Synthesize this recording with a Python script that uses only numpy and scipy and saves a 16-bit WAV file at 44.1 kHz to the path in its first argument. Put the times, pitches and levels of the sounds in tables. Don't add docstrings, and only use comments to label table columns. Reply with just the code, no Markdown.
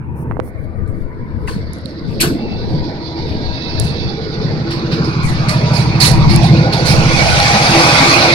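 import sys
import numpy as np
from scipy import signal
from scipy.fft import rfft, irfft, next_fast_len
from scipy.io import wavfile
from scipy.ndimage import uniform_filter1d

SR = 44100
rng = np.random.default_rng(int(sys.argv[2]) if len(sys.argv) > 2 else 0)


def file_out(sig):
    cols = np.atleast_2d(sig).T
    lim = np.clip(cols, -1, 1)
    pcm = np.round(lim * 32767).astype(np.int16)
    wavfile.write(sys.argv[1], SR, pcm)


def voltage_ratio(level):
    return 10 ** (np.asarray(level, float) / 20)


N = 367794

CYCLE_HZ = 12.69
PORT_LAG_S = 0.00025
THROB_LAG = 0.87
# t/s, lag/ms
CYCLE_LAG = [(0, 27.1), (3.3, 27.1), (3.7, 28.6), (5.7, 28.6), (6.3, 32.5), (7.3, 33.4), (8.34, 35.6)]
# t/s, heading left minus right/dB, palm over the left port/dB
PHONE_TURN = [(0, -16.5, 3), (.16, 9, 2), (.42, -10, 19), (.65, 3, 10), (1.11, 5, 23), (1.81, 5.5, 16),
              (2.37, 8.5, 23), (2.6, 5.5, 23), (3.32, 2, 13.5), (3.55, -5, 14), (3.95, -4, 16),
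              (5.34, -1, 8), (5.87, -3.5, 6), (6.41, -5.5, 11), (7.55, 2, 5.5), (8.34, -1.5, 4)]
# f/Hz, level per Hz/dB
BLOCK_COLOUR = [(210, -36), (350, -10), (428, -26.5), (485, -3.5), (608, 4), (811, 6.5), (1000, 8.5),
                (1210, 2), (1660, -2.5), (2290, 2.5), (3140, -14), (4630, -9.5), (7000, -33), (9100, -26),
                (15400, -120)]
# t/s, echo delay/ms, echo share (0-1), line of sight through the gap/dB
GATE_PATH = [(0, 0.76, 0.7, -81), (.5, 0.57, 0.8, -100), (1.3, 0.61, 0.8, -76), (1.7, 0.61, 0.9, -81),
             (2.1, 0.64, 0.61, -94), (2.6, 0.53, 0.37, -81), (4.3, 0.6, 0.34, -55.5),
             (4.9, 0.67, 0.44, -47), (5.2, 0.77, 0.6, -44), (5.6, 1.63, 0.2, -36.5),
             (6.1, 0.67, 0.1, -40.5), (6.45, 1.19, 0.55, -34.5), (6.71, 0.12, 0, -41),
             (6.75, 0.33, 0, -35.5), (7.0, 0.6, 0, -29), (7.3, 0.15, 0.01, -23), (8.15, 0.14, 0.02, -21),
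             (8.34, 0.35, 0.32, -26.5)]


def rms1(x):
    return x / np.sqrt(np.mean(x ** 2))


def curves(table):
    s, *columns = np.transpose(table)
    return [np.interp(np.arange(N) / SR, s, c) for c in columns]


def bumps(times, sizes, width_s):
    t = np.arange(0, N, 64) / SR
    bells = np.exp(-.5 * ((t[:, None] - times) / width_s) ** 2)
    return np.interp(np.arange(N) / SR, t, bells @ sizes)


def colour(x, points, lo_hz=0, hi_hz=30000):
    hz, db = np.transpose(points)
    size = next_fast_len(N)
    f = np.fft.rfftfreq(size, 1 / SR) + 1
    gain = voltage_ratio(np.interp(np.log(f), np.log(hz), db))
    gain = gain / (1 + (lo_hz / f) ** 10) / (1 + (f / hi_hz) ** 10)
    return rms1(irfft(rfft(x, size) * gain, size)[..., :N])


def ring(x, hz, width):
    return signal.lfilter(*signal.iirpeak(hz, hz / width, SR), x)


def delay(x, seconds):
    return np.interp(np.arange(N) - seconds * SR, np.arange(N), x)


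def patchy(x, db, size=1024):
    z = signal.stft(x, nperseg=size)[2]
    field = uniform_filter1d(rng.standard_normal(z.shape), size=6, axis=-2, mode="wrap")
    field = uniform_filter1d(field, size=4, axis=-1, mode="wrap")
    return signal.istft(z * voltage_ratio(db * rms1(field)), nperseg=size)[1][..., :N]


def chatter(db, per_s=40):
    size = int(SR / per_s)
    smooth = uniform_filter1d(rng.standard_normal(N), size=size)
    return voltage_ratio(db * rms1(uniform_filter1d(smooth, size=size)))


def pan(db):
    return voltage_ratio(np.array([db, -db]) / 2) / np.cosh(db * np.log(10) / 40)


def ports(direct, diffuse, share, lag_s=PORT_LAG_S):
    share = np.clip(share, 0, 1)
    both = np.array([direct, delay(direct, lag_s)])
    return np.sqrt(1 - share) * both + np.sqrt(share) * diffuse


def echoed(x):
    echo_ms, echo = curves(GATE_PATH)[:2]
    share = np.clip(echo, 0, 1)
    return np.array([c + share * delay(c, echo_ms / 1000) for c in x]) / np.sqrt(1 + echo ** 2)


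def throb(lag):
    cycles = CYCLE_HZ * (np.arange(N) / SR - curves(CYCLE_LAG)[0] / 1000)
    return np.cos(2 * np.pi * (cycles - lag))


def levels():
    # t/s, block level/dB, exhaust level/dB, shade of the walker's body/dB
    approach = [(0, -42.5, -34.5, 45), (.3, -37, -36.5, 51), (.5, -35, -46, 34), (1.25, -37.5, -21, 27.5),
                (1.6, -33.5, -32.5, 17), (2.3, -33.5, -31, 7.5), (3.1, -33.5, -29.5, 4.5),
                (3.8, -33, -33, -1.5), (4.25, -33.5, -24, 3.5), (4.7, -31, -26, 4.5),
                (5.2, -29.5, -12, 5.5), (5.6, -28, -9, 5.5), (6.2, -26.5, -11, 5), (6.8, -27.5, -17.5, 3.5),
                (7.1, -24, -16.5, 2), (7.45, -20.5, -16, 1), (8, -15.5, -14.5, 4),
                (8.34, -17.5, -17.5, 1.5)]
    # t/s, swell of pipe/dB, of firing tone/dB, of silencer/dB
    strides = [(.25, 15, 8, 4.5), (1.2, -11.5, -10, -1), (1.68, 4, 7.5, -3), (2.28, 7.5, -10.5, 11.5),
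               (2.791, 4.5, -1, 7), (3.319, 7, 9.5, 6), (3.85, 11.5, 11.5, 5), (4.5, 6.5, -10, 4.5),
               (4.74, 5, -14, 1), (4.95, -1.5, 5, 5), (5.43, -3, 0, -2), (6.201, 3.5, 11, 0),
               (6.55, 10.5, 10, 4.5), (6.97, 9.5, -9, 4.5), (7.4, 0, 9.5, -5.5), (8.08, -1.5, -1, -2)]
    stride_s = 0.12
    block_db, exhaust_db, shade_db = curves(approach)
    s, pipe_swell, tone_swell, silencer_swell = np.transpose(strides)
    swell = bumps(s, pipe_swell, stride_s)
    sight_db = curves(GATE_PATH)[2]
    return dict(
        rumble=block_db + 0.34 * swell,
        clatter=block_db + 7.5 + 0.19 * sight_db - 0.0074 * shade_db,
        hiss=block_db - shade_db,
        pipe=exhaust_db + swell,
        tone=-24.5 + 0.24 * exhaust_db + bumps(s, tone_swell, stride_s),
        silencer=-8.5 + 0.5 * block_db + 0.22 * exhaust_db + bumps(s, silencer_swell, stride_s))


def self_noise():
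    cavity = [(5000, -21), (7800, -11), (10000, 3), (12000, -12), (15400, -13)]  # f/Hz, level/dB
    return voltage_ratio(-75.5) * colour(rng.standard_normal((2, N)), cavity)


def wind():
    # t/s, peak/dB, left minus right/dB
    puffs = [(.37, -27, 1), (.64, -31, 27), (.97, -27, 24), (1.21, -36, 3), (1.411, -30.5, 21),
             (1.6, -27, 6), (2.13, -23.5, 29), (2.6, -23, 4), (2.77, -27.5, 13), (3.41, -26, 18),
             (3.83, -27.5, 18.5), (4.09, -29, -16), (4.46, -36, 8), (4.88, -35, 5), (5.3, -36, 5),
             (5.46, -32, 26), (5.85, -29.5, 0), (6.14, -37, 12), (6.28, -11.5, 16), (6.53, -32, 20),
             (6.97, -20, -24), (7.23, -19, -6), (7.42, -22.5, -14), (8.05, -31, -6)]
    # f/Hz, level per Hz/dB
    gust = [(4, 9), (10, 23.5), (25, 12), (50, 12), (100, 18), (250, 3.5), (600, -53.5)]
    s, db, pan_db = np.transpose(puffs)
    breeze = voltage_ratio(-34) * pan(20.5)[:, None]
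    gain = breeze + [bumps(s, g, 0.09) for g in voltage_ratio(db) * pan(pan_db)]
    air = patchy(rng.standard_normal((2, N)), db=5.2, size=2048)
    return voltage_ratio(2.1) * gain * colour(air, gust, lo_hz=6)


def brushes():
    # end t/s, length/s, level/dB, left minus right/dB
    strokes = [
        (.23, .07, -51.5, 25),
        (.33, 0.068, -66, 14),
        (.49, .06, -49, 17),
        (.65, .07, -63, 15),
        (.78, .015, -64, 14),
        (1.03, .08, -62, 13),
        (1.47, .07, -60, 4.5),
    ]
    # f/Hz, level per Hz/dB
    sleeve = [(4000, -25), (5500, -7), (7300, -13), (9500, 1.5), (12500, -5), (15400, -3)]
    t, gain = np.arange(N) / SR, np.zeros((2, N))
    for end, length, db, pan_db in strokes:
        start = 1 / (1 + np.exp(-np.clip((t - end + length) / .006, -50, 50)))
        slope_db = 40 * np.minimum(t - end, 0) - 900 * np.maximum(t - end, 0)
        gain += voltage_ratio(db + slope_db) * start * pan(pan_db)[:, None]
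    return gain * colour(rng.standard_normal((2, N)), sleeve)


def scuffs():
    # t/s, level/dB, share of sole/dB, left minus right/dB
    flicks = [
        (0.87, -43, -25, 14.5),
        (1.473, -32, 0, 5),
        (1.735, -41, -7, -40),
        (2.201, -5.5, -3, 1.5),
        (4.702, -28, 9, -4),
        (4.912, -33.5, 15.5, -7),
        (5.04, -32, 4.5, -29),
        (5.482, -15, 1.5, -11),
        (6.427, -21, -4, -9),
        (6.723, -20, 8.5, -9),
    ]
    # t/s, level/dB, share of sole/dB, left minus right/dB
    rubs = [(1.466, -33, -5.5, -4), (1.846, -49.5, 8, -13), (2.072, -46, 5.5, 4), (2.6794, -48.5, 4, 2),
            (3.263, -54.5, 17, 9), (3.705, -53.5, 19, -18), (3.798, -29, -4, -21), (5.226, -26, -7, -32),
            (5.73, -21.5, 1, -14), (5.999, -5, -2.5, -12), (6.288, -25, 6.5, -13), (6.77, -40, -11, -13),
            (6.852, -13, 0.5, -8.5)]
    # f/Hz, level per Hz/dB
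    cloth_right = [(2940, -33), (5000, -24), (5950, 16.5), (7450, 8.5), (7990, 9.5), (10800, 12.5),
                   (12300, -5.5), (15400, -6)]
    cloth_left = [(4000, -36), (5500, -14.5), (7500, -12), (9300, -7.5), (11000, -16), (13000, -20),
                  (15400, -15.5)]
    sole_right = [(500, -4), (1000, 2), (1600, 2.5), (2500, 8), (3300, -5.5), (4300, 15), (5500, 6.5),
                  (7000, -46.5)]
    sole_left = [(500, -14), (1000, -22), (1600, -12.5), (2500, -1), (3300, -8), (4300, -10), (5500, -18),
                 (7000, -35.5)]
    top, body = np.zeros((2, 2, N))
    rows = [(*r, 0.0091, 0.25) for r in flicks]  # hold/s, t60/s
    rows += [(*r, 0.068, 0.26) for r in rubs]
    for s, db, body_db, pan_db, hold, t60 in rows:
        first = int(s * SR)
        t = np.arange(N - first)[:SR // 2] / SR
        fade = voltage_ratio(-60 * np.maximum(t - hold, 0) / t60)
        shape = (1 - np.exp(-t / .007)) * fade * pan(pan_db)[:, None]
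        top[:, first:][:, :len(t)] += voltage_ratio(db - 12.5) * shape
        body[:, first:][:, :len(t)] += voltage_ratio(db + body_db - 3.5) * shape
    rub = ports(rng.standard_normal(N), rng.standard_normal((2, N)), .4)
    left, right = patchy(rub, db=3.2, size=512)
    cloth = [colour(left, cloth_left), colour(right, cloth_right, lo_hz=4750)]
    sole = [colour(left, sole_left), colour(right, sole_right)]
    return top * cloth + body * sole


def clinks():
    # t/s, peak/dB, f/Hz, t60/s
    rattles = [(1.482, -20, 1600, 0.03), (1.474, -22, 1950, .04), (1.476, -28, 2680, 0.067),
               (1.48, -25, 1020, 0.17), (2.197, -16, 2580, 0.12), (2.212, -7.5, 4300, 0.048),
               (2.208, -10, 8300, 0.069), (2.204, -16, 11400, 0.2), (2.205, -25.5, 14600, .15),
               (2.211, -18, 9700, .1), (2.21, -17, 7000, .12), (2.225, -17, 1520, 0.21),
               (2.235, -22, 1100, 0.18), (2.255, -24, 1500, .03), (2.277, -24, 1450, .03),
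               (2.298, -26, 1480, .05), (1.493, -24, 1650, .03), (2.23, -24.5, 680, 0.3),
               (6.011, -4, 3970, 0.037), (6.049, -10, 3900, 0.096), (6.089, -24, 4250, 0.088)]
    out = np.zeros((2, N))
    for s, db, hz, t60 in rattles:
        t = np.arange(int(t60 * SR)) / SR
        width = 7 * np.sqrt(hz)
        noise = rng.standard_normal((2, SR // 2))
        rattle = rms1(ring(ring(noise, hz, width), hz, width))[:, -len(t):]
        fade = voltage_ratio(db - 60 * t / t60) * (1 - np.exp(-t / 0.0018))
        out[:, int(s * SR):][:, :len(t)] += fade * rattle
    return out


def knocks():
    # t/s, upper peak/dB, lower minus upper/dB, left minus right/dB
    ticks = [(0.401, -47, -9, -15), (0.8769, -52, -3, 7), (1.734, -29.5, -26, -38), (1.7858, -45, -12, -30),
             (1.8144, -54, -2, -14), (1.8572, -36.5, 12.5, -32), (2.204, -20, -4.5, 1),
             (3.7987, -11.5, -40, -35), (4.711, -37, 3, 4), (5.493, -25, 10.5, -16), (5.8077, -35, -3, -6),
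             (6.115, -20, 7, -24), (6.3615, -12.5, -9, 16), (6.5934, -47, 12, -16), (6.6718, -47, 2, -17),
             (6.736, -24, 9, -15), (5.252, -31, -8, -15), (5.295, -32, -5, -15), (5.76, -38, 8, -10),
             (6.312, -33, 0, -10), (6.432, -33, 0, -10), (6.62, -50, 0, -15), (7.385, -32, 8, -8),
             (7.4, -23, 14, -8), (1.016, -58, -10, 14), (.862, -64, 8, 10), (6.852, -32, 8, -7)]
    # t/s, peak/dB, f/Hz
    taps = [
        (0.3121, -7.5, 900),
        (.321, -15, 920),
        (0.369, -10, 690),
        (.393, -3.5, 402),
        (0.3998, -6.5, 910),
        (.4, -19.5, 2960),
        (.477, -24, 750),
    ]
    # t/s, peak/dB, f/Hz, t60/s
    thuds = [
        (1.563, -16.5, 176, 0.045),
        (2.23, -25.5, 352, 0.56),
        (2.269, -9.5, 150, 0.051),
        (2.312, -16, 274, 0.082),
        (2.739, -17.5, 152.6, 0.2),
        (3.849, -19.5, 151, 0.13),
        (1.853, -19, 200, 0.026),
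        (5.075, -18, 327, 0.097),
        (6.105, -20, 44.3, 0.38),
        (6.362, -19, 43.6, 0.24),
    ]
    tick_cycles, blow_cycles = 2.8, .55
    rows = []
    for hz, rel_db in ((10070, -0.5), (7200, -6.0), (13800, -23.0), (5500, -7.0)):
        rows += [(s, db + rel_db, hz, .0045, p, tick_cycles) for s, db, _, p in ticks]
    rows += [(s + 0.001027, db + rel_db, 4200, .009, p, tick_cycles) for s, db, rel_db, p in ticks]
    rows += [(s, db, hz, 2.5 / hz, -22, blow_cycles) for s, db, hz in taps]
    rows += [(s, db, hz, t60, -1.5, blow_cycles) for s, db, hz, t60 in thuds]
    out = np.zeros((2, N))
    for s, db, hz, t60, pan_db, cycles in rows:
        t = np.arange(int(t60 * SR)) / SR
        contact = np.sin(np.pi / 2 * np.minimum(t * hz / cycles, 1)) ** 2
        blow = voltage_ratio(db + 10.0 - 60 * t / t60) * contact * np.sin(2 * np.pi * hz * t)
        out[:, int(s * SR):][:, :len(t)] += blow * pan(pan_db)[:, None]
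    return out


def standing_waves():
    hums = [(1.097, 0.46, -42, 980, 130), (0.039, 0.3, -44.5, 905, 200), (.72, 0.24, -48, 1190, 100),
            (2.42, 0.16, -41, 2660, 200), (6.084, .55, -31, 338.6, 35), (6.67, 0.17, -30.5, 863, 70),
            (6.029, 0.27, -28, 960, 50), (0, .25, -55, 1980, 500), (1.594, .15, -47, 2140, 200),
            (2.901, .45, -30.5, 329, 25), (2.709, 1.31, -39, 956, 45.3), (5.549, .3, -30, 963, 45),
            (2.75, .3, -49, 1940, 90), (3.26, 0.067, -48, 2150, 200), (3.375, 0.21, -42, 1615, 70),
            (3.519, .55, -38, 2600, 170), (3.768, .18, -41, 1734, 60), (4.2, .2, -42, 1474, 60),
            (2.455, .2, -33.5, 407, 70.3), (3.951, .6, -31, 430, 71.6), (4.65, .45, -33, 333.3, 30),
            (4.88, 0.12, -33.5, 461, 50), (4.993, .27, -31, 1360, 170), (5.027, 0.23, -34.5, 1040, 200),
            (5.43, .1, -28, 1206, 140), (5.425, .12, -34, 1390, 80), (5.454, 0.25, -30.5, 610, 60),
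            (6.6, .6, -29.5, 1458, 70), (6.6, .6, -26.5, 503, 40), (6.698, .4, -32.5, 654, 120),
            (7.111, .1, -28, 1048, 90), (7.259, .42, -23.5, 727, 110), (7.272, 0.77, -22.5, 806, 70.5),
            (7.56, 0.12, -32, 2250, 130), (7.9, .5, -34, 331.5, 40), (7.85, 0.52, -23.5, 1193, 109),
            (7.912, .3, -42.5, 2390, 152), (0.548, .2, -46, 630, 80), (1.45, 0.16, -37, 460, 83)]
    out = np.zeros((2, N))
    beat = throb(THROB_LAG)
    for s, length, db, hz, width in hums:
        near = slice(int(max(s - .4, 0) * SR), int((s + length + .4) * SR))
        t = np.arange(N)[near] / SR
        noise = rng.standard_normal(3 * SR)
        hum = rms1(ring(ring(noise, hz, width), hz, width))[-len(t):]
        throb_db = 7 * beat[near] / (1 + (hz / 550) ** 4)
        outside_s = np.maximum(0, np.maximum(s - t, t - s - length))
        gain = voltage_ratio(db + throb_db) * np.exp(-outside_s / 0.054)
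        out[:, near] += gain * [hum, np.roll(hum, int(PORT_LAG_S * SR))]
    return out


def shell_sings():
    tones = [(4.694, 0.026, -20, 329), (4.955, 0.013, -14.5, 330), (4.993, 0.011, -15.5, 335),
             (5.321, 0.016, -23.5, 345), (6.34, 0.024, -13.5, 339), (6.56, 0.039, -16, 329.4),
             (6.62, .02, -19.5, 330), (7.555, 0.017, -13.5, 211), (7.771, 0.04, -13, 333.4),
             (8.022, 0.023, -16, 272), (8.083, 0.015, -16, 339), (8.123, 0.02, -14.5, 280),
             (8.174, 0.029, -17.5, 349), (8.3, 0.028, -14, 338), (2.35, 0.011, -15, 288),
             (2.428, .01, -16, 230), (1.61, 0.018, -20, 105), (6.265, 0.0087, -7.5, 150),
             (6.315, 0.015, -9, 200), (4.935, 0.0086, -10.5, 162), (5.012, .009, -9, 167),
             (4.46, .009, -10.5, 160)]
    out = np.zeros(N)
    for s, half, db, hz in tones:
        near = slice(int((s - .2) * SR), int((s + .2) * SR))
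        t = np.arange(N)[near] / SR - s
        out[near] += voltage_ratio(db) * np.exp(-.5 * (t / half) ** 2) * np.sin(2 * np.pi * hz * t)
    return np.array([out, delay(out, PORT_LAG_S)])


def fan():
    heading, palm = curves(PHONE_TURN)
    air = patchy(ports(rng.standard_normal(N), rng.standard_normal((2, N)), .7), db=2.6)
    air = chatter(db=1.75) * (air + 0.8 * ring(air, 3540., 40.) + 0.07 * ring(air, 4200.0, 770.0))
    hiss = colour(air, BLOCK_COLOUR, lo_hz=3450, hi_hz=6000)
    return voltage_ratio(levels()["hiss"] + 2.5) * pan(heading - palm) * hiss


def block(cycles, diffuse, lag_s):
    # f/Hz, width/Hz, level/dB
    covers = [(458, 190, 0.5), (658, 7.3, -6), (796, 13, -2.5), (503, 13, 6.5), (1099, 8.1, -1.5),
              (1177, 18, -2), (1348, 10, -2.5), (1490, 19, 2), (1710, 35, -30), (2148, 20, -7),
              (2279, 23, -1), (2480, 26, 2), (3340, 53, -2)]
    turn = rng.standard_normal(3476)
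    repeat = np.interp(cycles % 1, np.arange(len(turn)) / len(turn), turn)
    gate = 1 + 0.5 * np.exp(-(6 * cycles % 1) / 0.19)
    direct = gate * (.45 * repeat + rng.standard_normal(N))
    direct = patchy(direct, db=2.2, size=8192)
    both = ports(rms1(direct), rng.standard_normal((2, N)), diffuse, lag_s)
    rung = sum(voltage_ratio(db) * ring(both, hz, w) for hz, w, db in covers)
    return patchy(both + 1.2 * rung, db=3.5)


def exhaust(cycles):
    firings_db = [-1.4, 0, -3.4, -5.3, -4.6, -6.9]
    runners_ms = [1.2, 2.7, .6, 1.9, 0, -2.7]
    # f/Hz, width/Hz, level/dB, sign
    pipe_modes = [(82, 19, -26, -1), (125.5, 50, -5.5, -1), (140, 80, -5.7, 1), (180, 38, -15, -1)]
    # f/Hz, width/Hz, level/dB
    silencer_modes = [(274, 98, -5.5), (329.2, 19.4, 9), (427, 100, 2.5)]
    # f/Hz, level/dB
    boom = [(40, 7), (100, 2.5), (160, 3), (192, 8), (240, 2)]
    count = np.arange(int(6 * cycles[-1]))
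    late, strong = rng.standard_normal((len(count), 2)).T
    at = np.interp(count / 6, cycles, np.arange(N))
    at = at + (np.take(runners_ms, count % 6) + .15 * late) * SR / 1000
    pulses = np.zeros(N)
    pulses[np.clip(at, 0, N - 1).astype(int)] = voltage_ratio(np.take(firings_db, count % 6) + 1.3 * strong)
    pulses = signal.sosfilt(signal.butter(4, 900, fs=SR, output="sos"), pulses)
    pipe_db, tone_db, silencer_db = map(levels().get, ("pipe", "tone", "silencer"))

    pipe = sum(sign * voltage_ratio(db) * ring(pulses, hz, w) for hz, w, db, sign in pipe_modes)
    pipe = colour(pipe, boom, hi_hz=227.0)
    pipe_throb = 1.5 * throb(0.14) * (0.5 - bumps([6.35], [1], .3))
    tone = rms1(ring(ring(pulses, 6 * CYCLE_HZ, 15.0), 6 * CYCLE_HZ, 14.0))

    outflow = [(60, 4), (150, 11.0), (330, -7.5), (500, -8.0), (900, -45.0)]  # f/Hz, level/dB
    gas = colour(rng.standard_normal(N), outflow)
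    shell = rms1(sum(voltage_ratio(db) * ring(pulses + 0.028 * gas, hz, w) for hz, w, db in silencer_modes))
    shell = colour(shell, boom, lo_hz=204, hi_hz=560) + 0.4 * gas
    shell = voltage_ratio(silencer_db + 1) * patchy(shell, db=1.6, size=2048)

    mono = voltage_ratio(pipe_db - 2.5 + pipe_throb) * pipe + voltage_ratio(tone_db - 4.0) * tone
    mono = mono + voltage_ratio(0.5 * throb(THROB_LAG) - 1.4) * echoed([shell])[0]
    yard = voltage_ratio(silencer_db - 11.5) * colour(rng.standard_normal((2, N)), boom, lo_hz=208, hi_hz=600)
    return np.array([mono, delay(mono, PORT_LAG_S)]) * pan(-2.0)[:, None] + yard


def engine():
    # f/Hz, level per Hz/dB
    treble = [(3530, 27.5), (6000, 9), (7570, -13), (10200, -30.5), (12300, -53), (14400, -55),
              (15400, -58.5)]
    cycles = CYCLE_HZ * (np.arange(N) / SR - curves(CYCLE_LAG)[0] / 1000) + 1
    rumble_db, clatter_db = map(levels().get, ("rumble", "clatter"))
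    heading, palm = curves(PHONE_TURN)
    sight_db = curves(GATE_PATH)[2]
    low = block(cycles, diffuse=0.15, lag_s=0.00016)
    high = block(cycles, diffuse=0.71, lag_s=PORT_LAG_S)
    rumble = colour(low, BLOCK_COLOUR, lo_hz=436, hi_hz=950)
    rumble = voltage_ratio(rumble_db + 1.0) * pan(0.063 * heading - 0.27 * palm) * rumble
    clatter = colour(high, BLOCK_COLOUR, lo_hz=1060, hi_hz=2760)
    clatter = voltage_ratio(clatter_db) * pan(0.94 * heading) * clatter
    top = voltage_ratio(0.5 * (sight_db + 6.0)) * colour(high, treble, lo_hz=10740)
    sight = colour(high, treble, lo_hz=5200, hi_hz=10770) + top
    sight = sight + colour(high, BLOCK_COLOUR, lo_hz=2830, hi_hz=3480)
    return exhaust(cycles) + echoed(rumble + clatter) + voltage_ratio(sight_db) * pan(-5.0)[:, None] * sight


def scene():
    handling = brushes() + scuffs() + clinks() + knocks()
    machine = standing_waves() + shell_sings() + fan() + engine()
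    return self_noise() + wind() + handling + machine


def band_limit(x):
    return signal.sosfilt(signal.butter(12, 15300, fs=SR, output="sos"), x)


def record(dry):
    knee = 18
    mix = dry / (1 + np.abs(dry) ** knee) ** (1 / knee)
    return band_limit(mix)


dry = scene()
out = record(dry)
file_out(out)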